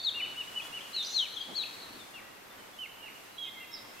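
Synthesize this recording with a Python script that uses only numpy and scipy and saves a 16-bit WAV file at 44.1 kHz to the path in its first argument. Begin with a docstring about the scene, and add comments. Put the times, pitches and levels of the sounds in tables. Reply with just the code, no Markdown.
"""Shrubs to the left and right of a camera, where thrushes whistle short, mostly falling notes; fainter birds
call from farther off. Each note is a near sine on a gliding pitch, and its echoes hang among leaves and trunks.
Short bursts of filtered noise make a soft low flutter as a bird hops and a brief rustle of leaves.
A broad outdoor wash of shaped noise and a thin high camera hiss lie under it all."""
import sys
import numpy as np
from scipy import signal
from scipy.fft import rfft, irfft
from scipy.io import wavfile
from scipy.ndimage import uniform_filter1d

SR = 44100
rng = np.random.default_rng(int(sys.argv[2]) if len(sys.argv) > 2 else 0)


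def generate_wav(sig):
    """Save sig (samples, or channels by samples) to the path in sys.argv[1] as 16-bit PCM at SR."""
    pcm = np.round(np.clip(np.atleast_2d(sig).T, -1, 1) * 32767).astype(np.int16)
    wavfile.write(sys.argv[1], SR, pcm)


N = 176400  # 4 s

FLICKER_DB = 1.42  # slow level wander of the wash and of the hiss


def undb(db):
    """Decibels to an amplitude factor."""
    return 10 ** (np.asarray(db) / 20)


def unit(x):
    """Scale to an RMS of 1."""
    return x / np.sqrt(np.mean(x ** 2))


def walk(rate_hz, size):
    """Random levels held 1 / rate_hz seconds and slewed twice; spread near 1."""
    hold = int(SR / rate_hz)
    steps = np.repeat(rng.standard_normal(size // hold + 1), hold)
    slewed = uniform_filter1d(uniform_filter1d(steps, hold), hold)
    return 1.223 * slewed[:size]


def read(table, hz):
    """Read a (hz, db) curve along a logarithmic frequency axis."""
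    table = np.array(table, float)
    return np.interp(np.log(hz + 1), np.log(table[:, 0]), table[:, 1])


def birds():
    """Every note stands at its own place between left and right; its echoes lean half as far to that side."""
    # Whistled notes, near and far: left_minus_right_db, echo_db (against the note), glide points
    # Each glide point: time_s, pitch_hz, level_db
    whistles = [ (-3, 4, [(-.09, 4450, -38), (-.05, 4190, -47), (-.01, 3644, -43.5), (0, 3420, -43.5)]),
                (5, -7.5, [(.025, 4670, -55), (.045, 4506, -38), (.07, 3780, -26.5), (.091, 3536, -28.5),
                (.098, 3030, -41)]), (3, -10, [(.135, 2476, -58), (.15, 2800, -43), (.181, 2815, -36.5),
                (.2, 2680, -35.5), (.225, 1860, -51)]), (2.5, -5, [(.195, 2750, -46), (.212, 2950, -36),
                (.235, 3000, -32), (.248, 2750, -39), (.266, 2200, -50)]), (2, -7.5, [(.355, 2687, -55),
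                (.378, 2960, -38.5), (.402, 2970, -37.5), (.418, 2734, -40), (.43, 2360, -54)]),
                (2, -5, [(.535, 2670, -52), (.562, 2985, -37.5), (.585, 2947, -33), (.597, 2670, -46),
                (.61, 2400, -43)]), (1, -5.5, [(.725, 2710, -49), (.745, 2940, -39), (.765, 2995, -37.5),
                (.783, 2754, -41), (.805, 1980, -66)]), (10, 1, [(.93, 2950, -53), (.955, 2900, -53.5),
                (.975, 2590, -54), (.99, 2260, -53)]), (2, 1, [(.93, 3850, -52.5), (.944, 4350, -37.5),
                (.958, 4290, -35), (.983, 3920, -39), (1.02, 3420, -40.5), (1.035, 3120, -57)]),
                (-1, 4, [(1.026, 5600, -55), (1.042, 8100, -59)]), (-2, 3, [(1.045, 4850, -51),
                (1.066, 5970, -47), (1.08, 6150, -54)]), (-1, 7, [(1.082, 6310, -57), (1.1, 7250, -59),
                (1.112, 6500, -53), (1.122, 5750, -50), (1.14, 4400, -54)]), (8, -8, [(1.128, 4050, -45),
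                (1.15, 4398, -35.5), (1.182, 3930, -31), (1.205, 3670, -30.5), (1.212, 3770, -61)]),
                (2, -8.5, [(1.19, 3477, -26), (1.2, 3330, -35), (1.228, 3047, -29.5), (1.243, 2860, -43.5),
                (1.265, 2270, -41)]), (6, -1.5, [(1.355, 3700, -49), (1.372, 3350, -35.5),
                (1.385, 3164, -46.5), (1.407, 3180, -50), (1.414, 3270, -35), (1.43, 3270, -66)]),
                (10, 3, [(1.345, 6450, -57), (1.38, 4970, -75)]), (2, -2, [(1.405, 4700, -59),
                (1.42, 4950, -54), (1.427, 4100, -53), (1.433, 3700, -55)]), (7, -4, [(1.545, 3900, -46.5),
                (1.565, 4480, -36.5), (1.6, 3940, -34), (1.622, 3780, -36), (1.632, 3256, -46),
                (1.642, 2400, -43)]), (-8, -16, [(1.75, 3050, -55), (1.77, 2500, -60), (1.8, 1910, -61)]),
                (11, -3.5, [(1.985, 3850, -71), (2.01, 3570, -55), (2.05, 3450, -66)]),
                (2, -3, [(2.13, 3700, -68), (2.16, 3250, -56)]), (2, 5, [(2.2, 1950, -62),
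                (2.25, 1900, -63)]), (4, -5.5, [(2.13, 2766, -64), (2.152, 2860, -46), (2.174, 2680, -47),
                (2.192, 2314, -50.5), (2.212, 1600, -57)]), (0, -9, [(2.495, 3750, -69), (2.51, 3600, -57),
                (2.54, 3400, -68)]), (-2, -4, [(2.57, 3200, -69), (2.6, 3060, -62), (2.63, 2930, -68)]),
                (5, 0, [(2.73, 3410, -61), (2.77, 3400, -68)]), (-4.5, -6, [(2.778, 2763, -61),
                (2.79, 3090, -44.5), (2.83, 2957, -41), (2.85, 2625, -46.5), (2.87, 1950, -56)]),
                (-6, -1, [(3.0, 2715, -65), (3.04, 2890, -48), (3.064, 2760, -50), (3.08, 2514, -54.5),
                (3.092, 1920, -56)]), (-2, 6, [(3.325, 4090, -70), (3.36, 3930, -61.5), (3.42, 3800, -65),
                (3.44, 3650, -52.5)]), (-6, -3.5, [(3.37, 2886, -66), (3.388, 3326, -43.5),
                (3.415, 3335, -41), (3.455, 3136, -39.5), (3.475, 3255, -51), (3.49, 3490, -37)]),
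                (4, -1.5, [(3.45, 2200, -61), (3.485, 2086, -52), (3.5, 2140, -61)]),
                (-2, 4, [(3.545, 2200, -59), (3.57, 2130, -56), (3.6, 2060, -58), (3.65, 2030, -62)]),
                (0, -4.5, [(3.595, 2690, -59), (3.62, 2800, -54), (3.64, 2640, -49.5), (3.66, 2350, -61)]),
                (-6, 4, [(3.705, 5000, -65), (3.714, 5580, -60), (3.74, 5230, -48), (3.765, 4390, -53.5),
                (3.785, 3430, -54.5)]), (-3, -10, [(3.71, 3820, -61), (3.73, 3800, -57), (3.76, 3860, -57),
                (3.768, 3840, -73)]), (-11, 2, [(3.96, 2600, -66), (3.985, 2680, -62.5),
                (4.01, 2750, -50)]), ]
    # Faint upward flicks after the repeated notes: start_s, level_db
    flicks = [(.268, -45.5), (0.431, -52), (0.612, -47), (.806, -49.5)]
    flick_s, flick_from_hz, flick_to_hz = 0.0162, 3000, 3500
    flick_pan_db, flick_echo_db = 1.5, -1.5

    notes = list(whistles)
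    for s, db in flicks:
        curve = [(s, flick_from_hz, db), (s + flick_s, flick_to_hz, db)]
        notes.append((flick_pan_db, flick_echo_db, curve))

    lead = int(.1 * SR)  # room for a note that starts before time zero
    out = np.zeros((2, N + lead + 2 * SR))
    for pan_db, echo_db, curve in notes:
        start_s, note = whistle(curve, echo_db)
        sides = undb([[pan_db / 2], [-pan_db / 2]])
        mean_hz = np.mean(curve, axis=0)[1]
        reflected = signal.fftconvolve(echoes(mean_hz), note[None], axes=1)
        wet = undb(echo_db) * reflected * np.sqrt(sides)
        i = max(int(start_s * SR) + lead, 0)
        out[:, i:i + len(note)] += note * sides
        out[:, i:i + wet.shape[1]] += wet
    return out[:, lead:lead + N]


def whistle(curve, echo_db):
    """A wavering sine on a gliding pitch, with a faint octave and, near 4400 Hz, a line at 1.5 times the pitch."""
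    edge_s, smooth_s = .004, 0.0085
    waver_hz, waver_base_db, pitch_waver = 190.5, 0.8, .003  # pitch_waver: share of the pitch per dB of waver
    far_from_db, far_waver = -6, .2  # notes with more echo waver more, dB per dB
    steep_hz_per_s, steep_waver_db = 36500, 4.5  # fast glides break up
    line_db, line_at_hz, line_width_hz = -23, 4400, 280
    octave_db, octave_lift_db = -36, 6.5

    s, hz, db = np.array(curve, float).T
    t = np.arange(s[0] - edge_s, s[-1] + edge_s, 1 / SR)

    def smooth(points):
        return uniform_filter1d(np.interp(t, s, points), int(smooth_s * SR))

    pitch = smooth(hz)
    steepness = np.minimum(np.abs(np.gradient(pitch)) * SR / steep_hz_per_s, 1)
    far_db = far_waver * max(echo_db - far_from_db, 0)
    waver_db = waver_base_db + far_db + steepness * steep_waver_db
    wavering_pitch = pitch * (1 + pitch_waver * waver_db * walk(waver_hz, len(t)))
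    phase = 2 * np.pi * np.cumsum(wavering_pitch) / SR

    line = undb(line_db) * np.exp(-((pitch - line_at_hz) / line_width_hz) ** 2)
    # the octave is stronger where it falls near 1.5 * line_at_hz
    off_peak_hz = 2 * pitch - line_at_hz * 3 / 2
    lift_db = octave_lift_db * np.exp(-(off_peak_hz / (2 * line_width_hz)) ** 2)
    octave = undb(octave_db + lift_db)
    tone = np.sin(phase) + octave * np.sin(2 * phase) + line * np.sin(phase * 3 / 2)

    edge = np.clip(np.minimum(t - t[0], t[-1] - t) / (2 * edge_s), 0, 1)
    level = undb(smooth(db) + waver_db * walk(waver_hz, len(t)))
    return t[0], np.sqrt(2) * tone * edge * level


def echoes(hz):
    """Sparse quick echoes from nearby trunks, and an uneven cloud from the leaves that fades at two rates."""
    start_s, rise_s, patchy_db = 0.0044, 0.0053, 1.5
    early_t60_s, late_t60_s, late_db = 0.43, 1.27, 5.5  # fades for a note at pivot_hz; late against early
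    pivot_hz, shorten = 3530, 1.1  # higher notes die away sooner
    likeness = 0.71  # share of the cloud's power common to left and right
    near_db, near_s, near_per_s = -5.5, 0.029, 1500  # trunks: level against the cloud, decay, density

    t = np.arange(int(1.2 * SR)) / SR
    faster = (hz / pivot_hz) ** shorten
    early = undb(-60 * t * faster / early_t60_s)
    late = undb(late_db - 60 * t * faster / late_t60_s)
    rise = np.clip((t - start_s) / rise_s, 0, 1)
    shape = (early + late) * rise * undb(patchy_db * walk(25.6, len(t)))

    common, left, right, strikes = rng.standard_normal((4, len(t)))
    noise = np.sqrt(likeness) * common + np.sqrt(1 - likeness) * np.array([left, right])
    cloud = noise * shape / np.sqrt(np.sum(shape ** 2))

    hit = rng.random(len(t)) < near_per_s / SR
    near = strikes * hit * np.exp(-t / near_s)
    return cloud + undb(near_db) * near / np.sqrt(near_per_s * near_s / 2)


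def buzz():
    """Side tones around one whistle turn it buzzy, a little to the right; they swell and fade together."""
    # Side tones: offset_steps (of step_hz from center_hz), level_db
    side_tones = [(-2, -55), (-1, -55), (0.62, -51.5), (1.6, -55)]
    start_s, length_s, center_hz, step_hz = 3.445, 0.054, 3210, 340
    t = np.arange(N) / SR
    swell = np.sin(np.pi * np.clip((t - start_s) / length_s, 0, 1))
    tones = np.zeros(N)
    for offset, db in side_tones:
        tones += undb(db) * np.sin(2 * np.pi * (center_hz + offset * step_hz) * t)
    return np.sqrt(2) * swell * tones * undb([[-1.5], [1.5]])


def rustles():
    """Leaves and a hopping bird: short patchy bursts of band-passed noise, partly shared by both sides."""
    # Bursts: start_s, length_s, low_hz, high_hz, level_db
    bursts = [(.61, .08, 400, 14000, -57), (1.465, .08, 150, 850, -50), (1.8, .33, 180, 380, -61)]
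    patchy_db = 3
    out = np.zeros((2, N))
    for s, length_s, low_hz, high_hz, db in bursts:
        n, i = int(length_s * SR), int(s * SR)
        sos = signal.butter(4, [low_hz, high_hz], "band", fs=SR, output="sos")
        mid, side = signal.sosfilt(sos, rng.standard_normal((2, SR)))[:, :n]
        shape = np.sqrt(np.hanning(n)) * undb(patchy_db * walk(139, n))
        stereo = np.array([mid + .5 * side, mid - .5 * side])
        out[:, i:i + n] += undb(db) * unit(stereo * shape)
    return out


def wash():
    """Broad outdoor noise, wide in the middle and narrower at both ends; low part and treble swell separately."""
    # Spectrum of the wash: frequency_hz, relative_density_db (per Hz)
    spectrum = [(20, -10), (75, -13), (105, -3), (160, -9), (205, -2), (500, -3), (1020, -2.5),
                (2500, -6.5), (5320, -13), (10000, -17), (15800, -26)]
    # Stereo width: frequency_hz, side_minus_mid_db
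    width = [(40, -9), (130, -8), (400, -1), (8500, -.5), (12000, -3.5)]
    # Slow swell: time_s, low_gain_db, treble_gain_db
    swell = [(0, -55, -56), (.7, -54.5, -53.5), (1.2, -54.5, -53.5), (1.7, -53.5, -54), (2.5, -57.5, -58.5),
             (4, -57, -57)]
    split_hz = 2500

    hz, t = np.arange(N // 2 + 1) * SR / N, np.arange(N) / SR
    mid, side = rfft(rng.standard_normal((2, N))) * undb(read(spectrum, hz))
    side = side * undb(read(width, hz))
    stereo = np.array([mid + side, mid - side])
    # gains refer to the mid signal between 150 and 1500 Hz
    reference_band = (hz > 150) & (hz < 1500)
    scale = np.sqrt(np.mean(irfft(mid * reference_band, N) ** 2))

    s, low_db, treble_db = np.array(swell).T
    low = 1 / (1 + (hz / split_hz) ** 2)
    out = np.zeros((2, N))
    for share, db in ((low, low_db), (1 - low, treble_db)):
        gain = undb(np.interp(t, s, db) + FLICKER_DB * walk(6.05, N))
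        out += gain * irfft(share * stereo, N) / scale
    return out


def hiss():
    """Gently flickering high hiss of the camera: band-passed noise, the same on both sides."""
    level_db, low_hz, high_hz = -66.5, 11360, 14400
    sos = signal.butter(2, [low_hz, high_hz], "band", fs=SR, output="sos")
    noise = unit(signal.sosfilt(sos, rng.standard_normal(N)))
    return undb(level_db + FLICKER_DB * walk(8, N)) * noise


def scene():
    """Birds in front, then the small movements, then the open air and the hiss."""
    return birds() + buzz() + rustles() + wash() + hiss()


def record(dry):
    """The camera cuts the top: a steep low-pass at 15750 Hz."""
    sos = signal.ellip(10, .2, 70, 15750, fs=SR, output="sos")
    return signal.sosfilt(sos, dry)


dry = scene()
out = record(dry)
generate_wav(out)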